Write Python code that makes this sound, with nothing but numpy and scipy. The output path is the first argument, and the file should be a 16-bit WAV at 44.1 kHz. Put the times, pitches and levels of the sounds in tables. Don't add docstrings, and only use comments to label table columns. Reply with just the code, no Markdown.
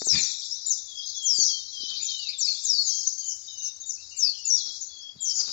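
import sys
import numpy as np
from scipy import signal
from scipy.fft import rfft, irfft, next_fast_len
from scipy.io import wavfile
from scipy.ndimage import map_coordinates

SR = 44100
rng = np.random.default_rng(int(sys.argv[2]) if len(sys.argv) > 2 else 0)


def transcribe(signal):
    frames = np.atleast_2d(signal).T
    limited = np.clip(frames, -1, 1)
    pcm = np.round(limited * 32767).astype(np.int16)
    wavfile.write(sys.argv[1], SR, pcm)


N = 243431
THROUGH = np.linspace(0, 1, 48)


# position_fraction, level_db
SLIDE_ENVELOPE = [(0, -4), (0.15, 3.5), (.4, 3), (.7, -1.5), (1, -6.5)]
# start_s, length_s, level_db, top_hz, asymptote_hz, time_constant_s, stall_fraction
SLIDES = [(0.04, 0.18, -20.5, 7374, 3926, 0.06, .8), (1.224, 0.22, -21, 7430, 4284, 0.061, 0.3),
          (1.329, .235, -23, 7734, 3002, .15, 0.87), (2.379, 0.15, -21.5, 7274, 3944, 0.046, .7),
          (2.626, 0.21, -21, 7354, 4063, .068, 0.3), (4.161, 0.16, -21, 7270, 3818, .06, .7)]
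def sliding_calls(hold_s=.016, swell_s=.014):
    out = np.zeros((2, N))
    for start, length, db, top_hz, asymptote_hz, fall_s, stall in SLIDES:
        falling = np.maximum(THROUGH * length - hold_s, 0)
        pitches = stepped(asymptote_hz + (top_hz - asymptote_hz) * np.exp(-falling / fall_s), stall)
        waver = np.linspace(.018, .003, int(length * SR))
        tone = note(length, pitches, waver, flutter_db=2.5, edge=swell_s / length)
        level = np.interp(np.linspace(0, 1, len(tone)), *np.transpose(SLIDE_ENVELOPE))
        add(out, start, amp(db) * wood(unit(tone * amp(level)), leaves_db=-1, trunks_db=-6))
    return out


def stepped(hz, stall, step_hz=698.7):
    phase = 2 * np.pi * (hz / step_hz + rng.random())
    return hz + stall * step_hz / (2 * np.pi) * np.sin(phase)


# start_s, hold_s, level_db, held_hz, end_hz, sag_oct_per_s
HOOKS = [(0.167, 0.042, -18.5, 7030, 5310, .2), (0.658, 0.04, -18, 7034, 4860, .2),
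         (1.4, 0.05, -17, 6613, 5460, .8), (2.011, .038, -21.5, 7007, 5730, .3),
         (2.845, 0.043, -19, 6930, 5280, 2), (3.237, 0.041, -25, 6930, 4820, .2),
         (3.625, 0.016, -23, 6440, 5400, 3), (3.856, 0.027, -25.5, 7060, 5240, 1.3),
         (4.447, 0.047, -20, 7154, 5970, 3.2), (4.494, 0.054, -21.5, 5762, 4180, 0.31),
         (4.569, 0.028, -31.5, 4490, 3740, 4), (5.203, 0.029, -20.5, 7272, 5500, 1.1),
         (5.262, 0.016, -22.5, 6117, 4560, 1), (5.337, 0.029, -20.5, 7040, 5560, 2.2),
         (5.379, 0.02, -23, 5450, 4550, 7.9)]
def hooked_calls(plunge_oct_per_s=12, fade_db_per_s=273.5, accent_db=2.5, accent_s=.017):
    out = np.zeros((2, N))
    for start, hold, db, hz, end_hz, sag in HOOKS:
        length = hold + np.log2(hz / end_hz) / plunge_oct_per_s
        t = THROUGH * length
        pitches = hz * 2 ** (-sag * np.minimum(t, hold) - plunge_oct_per_s * np.maximum(t - hold, 0))
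        tone = note(length, pitches, waver=.01, flutter_db=2, edge=.1)
        since_break = np.arange(len(tone)) / SR - hold
        accent = accent_db * np.exp(-(since_break / accent_s - .5) ** 2)
        fade = fade_db_per_s * np.maximum(since_break, 0)
        call = unit(tone * amp(accent - fade))
        echo_db = 4 + .5 * (-18 - db)
        add(out, start, amp(db) * wood(call, leaves_db=echo_db, trunks_db=echo_db - 4))
    return out


# start_s, length_s, level_db, end_hz, sag_hz, bend_ratio, swell_db
WHISTLES = [(0.857, 0.19, -38.5, 3297, 375, 5, 16), (1.136, 0.33, -40.5, 3209, 308, 6, -13.5),
            (1.481, .215, -39, 3146, 197.3, 5, -24.5), (1.716, 0.27, -38, 3105, 354, 6.5, -2.5),
            (2.047, 0.25, -39, 2510, 764, -1.65, -11.5), (2.859, 0.2, -49, 3190, 150, 3, 8.5),
            (3.171, 0.21, -50, 3063, 205, 4, 0), (3.466, .265, -54.5, 2758, 439, 1.5, -8),
            (4.567, 0.24, -46.5, 3324, 198.5, 7, -8), (4.874, 0.25, -42.5, 3318, 257.5, 5, 18.5),
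            (5.186, 0.17, -44.5, 3098, 246, 0.5, 1.5)]
def whistler():
    out = np.zeros((2, N))
    for start, length, db, end_hz, sag_hz, bend, swell_db in WHISTLES:
        fallen = np.expm1(-bend * THROUGH) / np.expm1(-bend)
        pitches = end_hz + sag_hz * (1 - fallen)
        tone = note(length, pitches, waver=.005, flutter_db=3.2, edge=.24, fade_db=-swell_db)
        add(out, start, amp(db) * wood(tone, leaves_db=-7, trunks_db=-14))
    return out


# start_s, level_db, glide_oct
PIPS = [(1.056, -28, 0.056), (1.159, -25.5, -0.17), (2.945, -22, 0.1), (3.07, -19.5, 0.12),
        (3.177, -23.5, -0.04), (3.46, -37, 0.15), (3.522, -34, 0.18), (3.574, -29, 0.3),
        (3.799, -29.5, 0.13), (4.808, -23.5, -0.26), (4.995, -45.5, 0.26)]
# start_s, level_db, pitch_hz
CHATTER = [(0.416, -40, 4240), (0.5, -27, 5610), (1.069, -32.5, 4780), (1.714, -36.5, 6250),
           (1.79, -32.5, 4680), (1.872, -33.5, 4494), (1.95, -27.5, 4567), (2.072, -29.5, 4394),
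           (2.18, -31.5, 4620), (2.261, -26.5, 4350), (2.968, -27.5, 6180), (5.0, -40, 5220)]
# start_s, level_db, pitch_hz
PEEPS = [(1.875, -37, 3780), (1.985, -42.5, 3810), (2.111, -33.5, 3753), (3.472, -40, 3780),
         (3.584, -46, 3816), (3.676, -47, 3713), (3.815, -44.5, 3733), (3.971, -56.5, 2647),
         (4.108, -48, 2820), (4.248, -53.5, 2653), (4.372, -51.5, 2818), (4.434, -54.5, 2686)]
# start_s, level_db, pitch_hz
FAR_NOTES = [(1.919, -56, 2790), (1.991, -48.5, 2605), (2.279, -46, 2690), (2.46, -49, 2633),
             (4.139, -59, 2490), (4.32, -48.5, 3240)]
def chips():
    out = np.zeros((2, N))
    for start, db, octaves in PIPS:
        tone = note(.025, glide(6450, octaves), waver=.018, flutter_db=2.5, edge=.1, fade_db=10.5)
        add(out, start, amp(db) * wood(tone, leaves_db=5.5, trunks_db=1.5))
    for start, db, hz in CHATTER:
        add(out, start, amp(db) * wood(chatter(hz), leaves_db=4, trunks_db=-1, trunks_t60=.5))
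    for start, db, hz in PEEPS:
        tone = note(.047, glide(hz, octaves=.052), waver=.01, flutter_db=3, edge=.4)
        add(out, start, amp(db) * wood(tone, leaves_db=-3, trunks_db=-7))
    for start, db, hz in FAR_NOTES:
        tone = note(.047, glide(hz, octaves=.2), waver=.04, flutter_db=3, edge=.5)
        add(out, start, amp(db) * wood(tone, leaves_db=5, trunks_db=3, trunks_t60=.55))
    return out


def chatter(hz, count=5, pulse_hz=125, climb_oct=.5):
    run = np.zeros(SR // 8)
    for k in range(count):
        through = (k + 1) / (count + 1)
        pitches = glide(hz * 2 ** (climb_oct * (through - .5)), octaves=.2)
        tick = note(.012, pitches, waver=.02, flutter_db=2, edge=.3)
        add(run, k / pulse_hz, np.sin(np.pi * through) ** 2 * tick)
    return run


def note(length, pitches, waver, flutter_db, edge, fade_db=0):
    u = np.linspace(0, 1, int(length * SR))
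    hz = map_coordinates(np.array(pitches, float), [u * (len(pitches) - 1)], order=2, mode="nearest")
    quaver = .9 * wobble(55, len(u)) + wobble(160, len(u)) + wobble(700, len(u))
    hz = hz * (1 + waver * quaver)
    swell = np.sin(np.pi / 2 * np.clip(np.minimum(u, 1 - u) / edge, 0, 1))
    level = flutter_db * wobble(99.4, len(u)) - fade_db * u
    return unit(swell * amp(level) * np.sin(2 * np.pi * np.cumsum(hz) / SR))


def wood(tone, leaves_db, trunks_db, leaves_t60=.13, trunks_t60=.75):
    t = np.arange(int(.8 * SR)) / SR
    path = np.zeros((2, len(t)))
    path[0, 35] = path[1, 0] = 1
    lumps_db = 4 * wobble(70, len(t))
    for db, t60 in (leaves_db, leaves_t60), (trunks_db, trunks_t60):
        decay = amp(lumps_db - 60 * t / t60) * (1 - np.exp(-60 * t / t60))
        path += amp(db) * decay / np.linalg.norm(decay) * rng.standard_normal(path.shape)
    return signal.fftconvolve(tone[None], path / np.linalg.norm(path[0]), axes=1)


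# time_s, low_voices_db, high_voices_db
CHORUS = [(0.0, -36, -28.5), (0.42, -39.5, -32), (0.649, -43, -38), (0.999, -47, -40.5), (1.121, -44, -38),
          (1.7, -44, -41.5), (1.871, -39, -36), (2.35, -39, -39), (2.951, -40.5, -29.5),
          (3.198, -46, -39.5), (3.42, -62.5, -41), (3.56, -51.5, -43.5), (3.95, -52.5, -49.5),
          (4.121, -48.5, -39.5), (4.419, -53.5, -51), (4.76, -43, -37), (4.951, -48.5, -53),
          (5.19, -54.5, -59), (5.45, -35.5, -36)]
def far_flock():
    times, low_db, high_db = np.transpose(CHORUS)
    t = np.arange(N) / SR
    low = amp(np.interp(t, times, low_db)) * far_voices(3650, 4700, count=9)
    high = amp(np.interp(t, times, high_db)) * far_voices(4700, 7100, count=16)
    return low + high


def far_voices(low_hz, high_hz, count, notes=24):
    out, lead_in = np.zeros((2, N)), SR // 2
    for bird in range(count):
        song = np.zeros(N + lead_in)
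        for k, (when, size, height, slope, loud) in enumerate(rng.random((notes, 5))):
            pitches = glide(low_hz + (high_hz - low_hz) * height, octaves=.55 * (slope - .35))
            tone = note(.012 + .03 * size, pitches, waver=.02, flutter_db=3, edge=.3)
            add(song, (k + when) / notes * len(song) / SR, amp(6 * loud) * tone)
        out += wood(song, leaves_db=4, trunks_db=5)[:, lead_in:lead_in + N]
    return unit(out)


# mean_frequency_hz, level_db, t60_s
KNOCK_MODES = [(273, -22, 0.11), (403, 0.5, 0.017), (600, 12.5, 0.0049), (1010, 1, 0.0072),
               (2090, 6, 0.0038)]
# start_s, level_db, contact_s
KNOCKS = [(0.018, -21, 0.00011), (.070, -23.5, 0.0006), (0.111, -30.5, 0.00034), (1.388, -24.5, 0.00174),
          (1.805, -41, 0.0014), (1.834, -29.5, 0.0023), (5.157, -48.5, 0.00079)]
def knocks():
    out, t = np.zeros(N), np.arange(SR // 8) / SR
    onset = (1 - np.exp(-t / .0006)) ** 2
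    for start, db, contact in KNOCKS:
        ring = sum(amp(level - 60 * t / t60) * np.sin(2 * np.pi * hz * (1 + rng.normal(0, .11)) * t)
                   for hz, level, t60 in KNOCK_MODES)
        push = np.hanning(int(contact * SR) + 3)
        add(out, start, amp(db) * np.convolve(ring * onset, push / push.sum()))
    return out * amp([[-12], [-1]])


# frequency_hz, level_db
FLURRY_SPECTRUM = [(900, -44.5), (1500, -41), (1800, -10.5), (2100, -11), (2420, 1), (2800, -17.5),
                   (3100, -22.5), (3650, 1), (5000, -17), (8000, -67.5)]
def flurry():
    level = amp(-26 + 2 * wobble(110, N)) * brush(start=.12, rise_s=.039, t60=.43)
    return level * noise(FLURRY_SPECTRUM) * amp([[0], [-17]])


# start_s, level_db
THUDS = [(0.123, -34), (1.403, -56.5), (2.005, -60.5), (5.139, -56)]
# frequency_hz, level_db
THUD_SPECTRUM = [(25, -52), (40, -38), (62, 0.5), (200, 1), (350, -13), (1200, -70)]
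# start_s, t60_s, level_db
SWISHES = [(0.12, 0.58, -44.5), (1.89, 0.49, -56.5), (4.642, 0.33, -56.5), (5.376, 0.33, -49.5),
           (5.459, 0.19, -51)]
# frequency_hz, level_db
SWISH_SPECTRUM = [(100, -3), (350, 1), (800, -4), (1400, -0.5), (2400, -17), (4000, -10), (7500, -28.5),
                  (9000, -58)]
# frequency_hz, left_minus_right_db
SWISH_TILT = [(600, -11.5), (1440, -12), (2440, 11)]
def rustles():
    thud_level = sum(amp(db) * brush(start, rise_s=.022, t60=.21) for start, db in THUDS)
    swish_level = sum(amp(db) * brush(start, rise_s=.03, t60=t60) for start, t60, db in SWISHES)
    leaves = filtered(noise(SWISH_SPECTRUM), lambda hz: amp([along(SWISH_TILT, hz), 0 * hz]))
    thud = unit(noise(THUD_SPECTRUM, channels=1) + .8 * noise(THUD_SPECTRUM))
    return thud_level * thud + swish_level * leaves * amp(1.7 * wobble(130, N))


def brush(start, rise_s, t60):
    t = np.arange(N) / SR - start
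    return np.clip(t / rise_s, 0, 1) * amp(-60 * np.maximum(t - rise_s, 0) / t60)


# frequency_hz, level_db
RUMBLE_SPECTRUM = [(25, -50), (45, -17), (70, -2.5), (120, -14.5), (250, -30.5), (1000, -44)]
# frequency_hz, level_db
HISS_SPECTRUM = [(30, -3.5), (150, -2), (500, -4.5), (1500, -7.5), (3000, -9.5), (7000, -9.5), (9000, -29)]
def air():
    rumble = amp(-74 + .71 * wobble(30, N)) * noise(RUMBLE_SPECTRUM, channels=1)
    return rumble + amp(-67) * noise(HISS_SPECTRUM)


def glide(hz, octaves):
    return hz * 2 ** (octaves * (THROUGH - .5))


def amp(db):
    return 10 ** (np.asarray(db) / 20)


def unit(x):
    return x / np.sqrt(np.mean(x ** 2) + 1e-20)


def along(points, hz):
    frequencies, values = np.transpose(points)
    return np.interp(np.log(hz + 1), np.log(frequencies + 1), values)


def filtered(x, response):
    size = next_fast_len(N + 8192)
    return irfft(rfft(x, size) * response(np.fft.rfftfreq(size, 1 / SR)), size)[..., :N]


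def noise(spectrum, channels=2):
    return unit(filtered(rng.standard_normal((channels, N)), lambda hz: amp(along(spectrum, hz))))


def wobble(rate, size):
    return map_coordinates(rng.standard_normal(4096), [np.arange(size) * rate / SR], mode="wrap")


def add(track, start_s, sound):
    start = max(0, round(start_s * SR))
    room = track[..., start:start + sound.shape[-1]]
    room += sound[..., :room.shape[-1]]


# frequency_hz, gain_db
BIRD_BAND = [(5800, 1.5), (7150, -5.5), (7600, -3), (8100, -21.5), (9000, -59)]
# frequency_hz, right_minus_left_db
BIRD_TILT = [(2400, -8.5), (3300, -16.5), (4200, -27.5), (7000, -30)]
def scene():
    birds = sliding_calls() + hooked_calls() + whistler() + chips() + far_flock()
    sides = lambda hz: amp(along(BIRD_BAND, hz)) * amp([0 * hz, along(BIRD_TILT, hz)])
    return filtered(birds, sides) + knocks() + rustles() + flurry() + air()


def record(dry, top_hz=15800):
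    mirror = dry * (-1) ** np.arange(N)
    leak = filtered(mirror, lambda hz: amp(along([(13000, -8.5), (15000, -38), (15800, -32.5)], hz)))
    return filtered(dry + leak, lambda hz: hz < top_hz)


dry = scene()
out = record(dry)
transcribe(out)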